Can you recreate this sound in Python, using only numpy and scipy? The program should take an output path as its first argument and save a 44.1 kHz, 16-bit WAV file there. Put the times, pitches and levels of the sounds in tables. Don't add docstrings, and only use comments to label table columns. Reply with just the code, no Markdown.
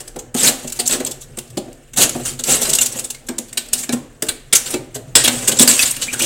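import sys
import numpy as np
from scipy import signal
from scipy.fft import rfft, irfft, next_fast_len
from scipy.io import wavfile
from scipy.ndimage import uniform_filter1d, map_coordinates

SR = 44100
rng = np.random.default_rng(int(sys.argv[2]) if len(sys.argv) > 2 else 0)


def rack_gain(trim_db):
    fader = np.asarray(trim_db, float)
    return 10 ** (fader / 20)


def master_out(mix):
    frames = np.transpose(np.atleast_2d(mix))
    ceiling = np.clip(frames, -1, 1)
    pcm = np.round(ceiling * 32767).astype(np.int16)
    wavfile.write(sys.argv[1], SR, pcm)


N = 275625

# start_s, peak_db, crumble_s, plate_hz
SLAB_BREAKS = [(1.0003, -16, 0.011, 3440), (2.6539, -7.5, .0046, 4940), (3.1465, -21.5, 0.0056, 2150),
               (3.287, -10.5, 0.0046, 1624), (3.5743, -2, 0.0072, 3900), (3.8928, -6.5, 0.0025, 1686),
               (4.2873, -3, 0.0072, 3386), (4.529, 4.5, 0.0079, 3640), (4.6612, -14.5, 0.018, 3700),
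               (4.7405, -8.5, .0051, 2620), (5.1545, 16, 0.005, 3420), (5.242, 0, .017, 3290),
               (5.2776, 5, 0.0061, 1575), (5.677, 8, 0.0042, 4640), (6.195, -7.5, 0.012, 5360)]


def unit(x):
    return x / np.sqrt(np.mean(x ** 2) + 1e-20)


def along(points, hz):
    knot_hz, value = np.transpose(points)
    return np.interp(np.log(hz + 1), np.log(knot_hz + 1), value)


def filtered(x, response):
    m = next_fast_len(N + SR // 2)
    return irfft(rfft(x, m) * response(np.fft.rfftfreq(m, 1 / SR)), m)[:N]


def coloured(x, spectrum):
    def gain(hz):
        return rack_gain(along(spectrum, hz))
    power = np.mean(gain(np.linspace(0, SR / 2, 4096)) ** 2)
    return filtered(x, gain) / np.sqrt(power)


def resonant(x, modes):
    def gain(hz):
        total = 0
        for k, (centre, width, db) in enumerate(modes):
            damping = 1j * hz * width
            total = total + (-1) ** k * rack_gain(db) * damping / (centre * centre - hz * hz + damping)
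        return total
    power = np.mean(np.abs(gain(np.linspace(0, SR / 2, 16384))) ** 2)
    return filtered(x, gain) / np.sqrt(power)


def wobble(rate):
    knots = rng.standard_normal(int(N / SR * 2000) + 8)
    return map_coordinates(knots, [np.arange(N) * rate / SR])


def add(track, s, piece):
    part = track[round(s * SR):][:len(piece)]
    part += piece[:len(part)]


def forces():
    # time_s, pressure_db
    blade_drag = [(0.0, -44.5), (0.32, -64.5), (0.54, -29.5), (0.68, -46), (0.94, -38), (1.22, -52.5),
                  (1.95, -55.5), (2.12, -31.5), (2.45, -47), (2.65, -23), (2.94, -36), (3.13, -54.5),
                  (3.78, -49.5), (4.04, -56), (5.2, -54), (5.33, -24.5), (5.69, -32), (6.25, -32.5)]
    # start_s, swell_s, fade_s, start_db, peak_db
    hard_strokes = [(0.374, 0.11, 0.034, -20, -7.5), (0.904, 0.025, 0.062, -20.5, -14),
                    (1.973, 0.048, 0.064, -22.5, -4.5), (2.45, 0.064, 0.12, -25.5, -9.5),
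                    (3.738, 0.17, 0.038, -32, -49), (4.652, 0.079, 0.073, -34.5, -27.5),
                    (5.468, 0.011, 0.039, -49, -6), (5.6, 0.029, 0.018, -10, -5),
                    (5.686, 0.077, 0.022, -10, -17.5), (5.788, 0.045, 0.024, -16.5, -8),
                    (6.205, 0.044, .03, -19, -16)]
    # time_s, push_db
    blade_lean = [
        (0, 4),
        (.45, -0.5),
        (.75, -3),
        (.97, 5),
        (1.7, -2.5),
        (3.2, 1),
        (5.6, 1),
        (5.68, -11),
        (6.1, -5),
        (6.25, 2),
    ]
    hold, hold_db = 0.42, 6.5
    fade_db = 34.5
    clock = np.arange(N) / SR
    slip = 0.28 * wobble(28) + 1.5 * wobble(76)
    contacts = [(blade_drag, 1)]
    for s, swell, fade, start_db, peak_db in hard_strokes:
        peak_s = s + swell
        stroke = [(s, start_db), (peak_s, peak_db), (peak_s + hold * fade, peak_db - hold_db),
                  (peak_s + fade, peak_db - fade_db)]
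        contacts.append((stroke, 0.5))
    power = np.zeros((3, N))
    for rows, slip_share in contacts:
        s, db = np.transpose(rows)
        touch = np.clip(np.minimum(clock - s[0] + 0.012, s[-1] + 0.0016 - clock) / 0.0034, 0, 1)
        grind_db = np.interp(clock, s, db)
        levels = np.array([grind_db, -15 + 0.8 * grind_db, -16.5 + 0.67 * grind_db])
        power += touch * rack_gain(2 * (levels + slip_share * slip))
    lean_db = np.interp(clock, *np.transpose(blade_lean))
    power[2] *= rack_gain(2 * lean_db + 5.7 * wobble(13) + 6 * wobble(35))
    return power


def grit(lumps_db, patchy_db):
    z = signal.stft(rng.standard_normal(N), nperseg=256)[2]
    patches = uniform_filter1d(rng.standard_normal(z.shape), 5, 0)
    patches = unit(uniform_filter1d(patches, 4, 1))
    noise = signal.istft(z * rack_gain(patchy_db * patches), nperseg=256)[1][:N]
    return unit(noise * rack_gain(lumps_db * wobble(350) + 2.46 * wobble(1600)))


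def boom():
    # time_s, level_db
    shake_levels = [(0.0, -57), (0.33, -51), (1.65, -43), (1.86, -64), (1.98, -37.5), (3.71, -60),
                    (3.93, -37.5), (4.07, -60), (5.22, -35.5), (6.04, -48), (6.25, -40)]
    # mode_hz, width_hz, level_db
    body_modes = [(92.7, 130, -7), (122.2, 10.4, 3.5), (141.7, 13.7, -5)]
    shake = rack_gain(np.interp(np.arange(N) / SR, *np.transpose(shake_levels)) + 2.4 * wobble(10))
    return shake * unit(resonant(resonant(rng.standard_normal(N), body_modes), body_modes))


def hush():
    # frequency_hz, density_db
    hush_spectrum = [(15, -28), (25, 13.5), (49, -0.5), (76, -8), (137, 1), (194, -38), (473, -6),
                     (855, -29), (1820, -20), (2030, -45), (2260, -38), (7810, -66), (15700, -95)]
    return rack_gain(-46 + wobble(4.05)) * coloured(rng.standard_normal(N), hush_spectrum)


def cracks():
    # start_s, peak_db, crumble_s
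    crust_snaps = [(.675, -13.5, 0.01), (.6974, -15.5, 0.0069), (.7227, -7, 0.0063), (.7597, -19, 0.015),
                   (.86, -9, 0.014), (.876, -1, 0.0047), (.894, -20, 0.0036), (1.049, -8, .0042),
                   (1.1114, -11, 0.0091), (1.212, -22, 0.019), (1.729, -26, 0.0026), (2.2353, -20, .014),
                   (2.4383, -1, .0031), (2.616, -3, 0.021), (2.6939, -0.5, 0.009), (2.75, 1.5, 0.0076),
                   (2.812, -0.5, 0.017), (2.8584, -2.5, 0.01), (2.9223, -14.5, 0.01), (3.043, -12, 0.012),
                   (3.103, -7, 0.0066), (3.268, -28, 0.0093), (3.7329, 4, 0.006), (3.779, -12, 0.03),
                   (4.5524, 7.5, 0.012), (4.7063, -8, 0.0088), (5.909, -1.5, 0.0064),
                   (6.2208, -0.5, 0.0063)]
    # start_s, peak_db, crumble_s
    packed_crunches = [(.003, -16.5, 0.0087), (.0772, -18, 0.0058), (.162, -21.5, 0.0055),
                       (.19, -18, 0.0082), (.3453, -10.5, 0.009), (.374, -15, .0076), (.631, -25, 0.024),
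                       (1.372, -17, 0.0059), (1.386, -8.5, .0055), (1.475, -34, .008),
                       (1.502, -29.5, 0.007), (1.935, -17.5, 0.0065), (1.974, -1, 0.014),
                       (2.093, -6.5, 0.0057), (2.254, -7, 0.012), (2.2712, -13.5, 0.033),
                       (2.3341, -24, 0.0091), (2.393, -11.5, .01), (2.9563, -17, 0.02),
                       (2.9877, -9.5, 0.012), (3.3836, -8, 0.0056), (3.5288, -15, 0.0045),
                       (3.66, -27, 0.0073), (3.8336, -14, 0.011), (3.925, -7.5, 0.012),
                       (4.2234, 1.5, 0.004), (4.2667, -17, 0.0057), (4.9484, -13.5, .015),
                       (5.5947, 5.5, 0.0051), (6.13, -5, 0.011)]
    # start_s, peak_db, crumble_s, plate_hz
    plate_chips = [(.7937, -5, .014, 3420), (.9114, -6, 0.0029, 2690), (.9827, -52, .0056, 3480),
                   (1.064, -10, .011, 3360), (2.732, 0, 0.0073, 3960), (1.5735, -11.5, 0.0089, 4250),
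                   (2.7863, 3, 0.0038, 2800), (3.4825, -31, 0.012, 3380), (3.686, -24, 0.0039, 4350),
                   (5.5174, -4.5, 0.0085, 3040), (5.5682, -13.5, 0.0093, 4830), (5.7927, 9.5, 0.0014, 2573),
                   (5.8566, -7.5, 0.036, 3230), (5.9658, -11.5, 0.0045, 2820), (6.0192, -6, 0.016, 2930)]
    # coarse and chip parts, dB relative to the break
    solid, loose = [], []
    for rows, mix in ((plate_chips, (-16.5, -8.5)), (SLAB_BREAKS, (-10.5, -7))):
        for at, db, crumble, hz in rows:
            solid.append((at, db, *mix, hz, crumble, -3))
    for rows, mix in ((crust_snaps, (-45.5, -15)), (packed_crunches, (-14.5, -13))):
        for at, db, crumble in rows:
            flake_hz = 3590 * np.exp(0.31 * rng.standard_normal())
            loose.append((at, db, *mix, flake_hz, crumble, -7))
    return solid + loose


def plate_ring(t, hz, strength_db, luck):
    ring = np.zeros(len(t))
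    for ratio, level_db, jolt in zip((1, 1.41, 2.3), (-4, -10, -10), luck):
        partial_hz = hz * ratio * (1 + 0.047 * jolt * (ratio > 1))
        decay = rack_gain(strength_db + level_db + 2 * jolt - 60 * t / 0.052)
        ring += decay * (1 - np.exp(-t / 0.00037)) * np.sin(2 * np.pi * partial_hz * t)
    return ring


def scraper():
    # mode_hz, level_db, t60_s
    blade_modes = [(1525, -4, 0.16), (2300, -4, 0.17), (4005, 3, 0.084), (4900, -15, .1), (5940, -7, 0.11),
                   (6570, -11, .09), (7106, -2, .07), (8100, 7, .09)]
    out, t = np.zeros(N), np.arange(SR // 4) / SR
    chance = rng.standard_normal((len(SLAB_BREAKS), len(blade_modes)))
    for (at, db, *_), luck in zip(SLAB_BREAKS, chance):
        ring = np.zeros(len(t))
        for (hz, level_db, t60), jolt in zip(blade_modes, luck):
            ring += rack_gain(level_db + 3 * jolt - 60 * t / t60) * np.sin(2 * np.pi * hz * t)
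        add(out, at, rack_gain(min(db, 3) - 23) * (1 - np.exp(-t / 0.001)) * ring)
    return out


def squeals():
    # start_s, length_s, start_hz, end_hz, level_db
    squeal_tones = [
        (5.151, 0.078, 1620, 1600, -21),
        (5.18, 0.054, 1856, 1950, -19),
        (6.078, .035, 2240, 2740, -16.5),
        (6.133, 0.029, 1580, 1516, -17),
        (6.203, 0.046, 2285, 3460, -11.5),
    ]
    out, flutter, drift = np.zeros(N), wobble(400), wobble(300)
    for at, length, start_hz, end_hz, db in squeal_tones:
        u = np.linspace(0, 1, round(length * SR))
        i = round(at * SR)
        span = slice(i, i + len(u))
        roughness = 0.16 * abs(np.log(end_hz / start_hz)) ** 0.5
        hz = (start_hz + (end_hz - start_hz) * u) * (1 + roughness * drift[span])
        swell = np.sqrt(np.abs(np.sin(np.pi * u ** 0.7))) * rack_gain(db - 9 + 6.4 * flutter[span])
        add(out, at, swell * np.sin(2 * np.pi * np.cumsum(hz) / SR))
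    return out


def ice():
    # frequency_hz, density_db
    fine_spectrum = [(2940, -20), (5000, -15.5), (5420, -7), (7960, 3), (10400, -8), (15700, -16)]
    chip_spectrum = [(1800, -35), (2500, -14), (3400, 4.5), (5000, 2.5), (6500, -16.5)]
    coarse_spectrum = [(600, -5), (950, -5), (1300, -1.5), (1700, 1.5), (2300, 0), (3200, 0), (5000, -24)]
    # mode_hz, width_hz, level_db
    tool_modes = [(1564, 88, 1), (1930, 56, -19), (2800, 180, 27), (3420, 51, 10), (3900, 50, -11),
                  (5160, 46, 13)]
    liner_modes = [(140.2, 19, -7.5), (243.5, 22, 3), (358, 56, -3), (441, 25, -4.5), (498, 30.7, -3.5),
                   (588, 97, -7), (706, 67, -10), (797, 46, -9.5), (990, 1080, -22.5)]
    # start_s, peak_db, ring_hz
    liner_bumps = [(0.159, -12.5, 365), (0.346, -7, 424), (0.643, -17.5, 149), (0.79, -13.5, 722),
                   (1.001, -11.5, 378), (1.374, -18, 237), (1.57, -8.5, 210), (1.679, -25.5, 307),
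                   (1.98, -7.5, 226), (2.15, -7.5, 151), (2.391, -20.5, 242), (2.618, -11, 505),
                   (2.679, -17, 633), (2.955, -15, 224), (3.29, -10, 343), (3.386, -17, 346),
                   (2.194, -16, 240), (3.889, -8, 246), (3.929, -7, 235), (4.222, -11.5, 498),
                   (4.527, -19, 492), (4.737, -7, 355), (4.954, -15, 413), (5.156, -31, 340),
                   (5.237, -16, 490), (5.521, -8, 220), (5.6, -4, 229), (6.074, -25.5, 243),
                   (6.128, -16, 263), (6.214, -9, 238)]
    fine, coarse, push = forces()
    chips = rack_gain(-20.0) * fine
    plates, thuds, t = np.zeros(N), np.zeros(N), np.arange(SR // 5) / SR
    for at, db, coarse_db, chip_db, hz, crumble, ring_db in cracks():
        crumble = np.clip(crumble, 1e-3, 6e-2)
        burst = (1 - np.exp(-(t / (1.01 * crumble)) ** 2)) * np.exp(-(t / crumble) ** 2)
        start = max(at - 0.39 * crumble, 0)
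        add(fine, start, rack_gain(2 * (db - 3.5)) * burst)
        add(chips, start, rack_gain(2 * (db + chip_db - 2)) * burst)
        add(coarse, start, rack_gain(2 * (db + coarse_db - 2)) * burst)
        add(push, start, rack_gain(2 * (db + coarse_db - 9.5)) * burst)
        add(plates, at, plate_ring(t, hz, db + chip_db + ring_db, rng.standard_normal(3)))
    for at, db, hz in liner_bumps:
        add(push, at, rack_gain(2 * (db - 6.0)) * (1 - np.exp(-t / 0.0023)) * np.exp(-(t / 0.0076) ** 2))
        decay = rack_gain(db - 8 - 60 * t / 0.09) * (1 - np.exp(-t / 0.003))
        add(thuds, at, decay * np.sin(2 * np.pi * hz * t))
    frost = np.zeros(N)
    for power, spectrum in ((fine, fine_spectrum), (chips, chip_spectrum), (coarse, coarse_spectrum)):
        frost += coloured(np.sqrt(power) * grit(lumps_db=0.23, patchy_db=3.5), spectrum)
    tool = rack_gain(-9.0) * resonant(np.sqrt(coarse + chips) * rng.standard_normal(N), tool_modes)
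    liner = resonant(np.sqrt(push) * rng.standard_normal(N), liner_modes)
    return frost + tool + plates + scraper() + squeals(), liner + thuds


def echo(x, decays, delay):
    out, step = np.zeros(N + 2 * SR), SR // 4
    fade = signal.get_window("hann", 2 * step)
    padded = np.pad(x, (step, 2 * step))
    for start in range(0, N + step, step):
        hz, t, z = signal.stft(rng.standard_normal(SR // 2), SR, nperseg=128)
        decay = rack_gain(-60 * t / along(decays, hz)[:, None])
        tail = signal.istft(z * decay, SR, nperseg=128)[1]
        piece = padded[start:start + 2 * step] * fade
        add(out, start / SR + delay, signal.fftconvolve(piece, tail / np.linalg.norm(tail)))
    return out[step:step + N]


def haze(x, decays):
    frame = dict(nperseg=256, noverlap=192)
    hz, t, z = signal.stft(np.pad(x, (400, 0))[:N], SR, **frame)
    power = uniform_filter1d(np.abs(z) ** 2, 7, 0)
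    keep = rack_gain(-2 * 60 * t[1] / along(decays, hz))
    held = np.array([signal.lfilter([1 - k], [1, -k], row) for k, row in zip(keep, power)])
    noise = signal.stft(rng.standard_normal(N), SR, **frame)[2]
    noise = noise / np.sqrt(np.mean(np.abs(noise) ** 2))
    return signal.istft(noise * np.sqrt(held), SR, **frame)[1][:N]


def scene():
    # frequency_hz, t60_s
    cabinet_decay = [(150, 0.074), (700, 0.24), (2000, 0.14), (8000, 0.056), (15000, 0.097)]
    kitchen_decay = [(150, 0.48), (700, 0.55), (2000, 0.64), (8000, 0.31), (15000, 0.3)]
    frost, liner = ice()
    near = frost + liner
    cabinet = rack_gain(-8.0) * echo(near, cabinet_decay, delay=0.002)
    kitchen = rack_gain(-13.5) * haze(frost, kitchen_decay)
    kitchen += rack_gain(-8.5) * echo(liner, kitchen_decay, delay=0.012)
    return (rack_gain(-1.5) * near + cabinet + kitchen + boom() + hush())[None]


def low_pass(x):
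    return signal.sosfilt(signal.butter(12, 15890, fs=SR, output="sos"), x)


def record(dry):
    soft = dry[0] / (1 + np.abs(dry[0] / 1.05) ** 6) ** (1 / 6)
    limited = np.clip(filtered(soft, lambda hz: hz < 15890), -1, 1)
    return low_pass(limited[None])


dry = scene()
out = record(dry)
master_out(out)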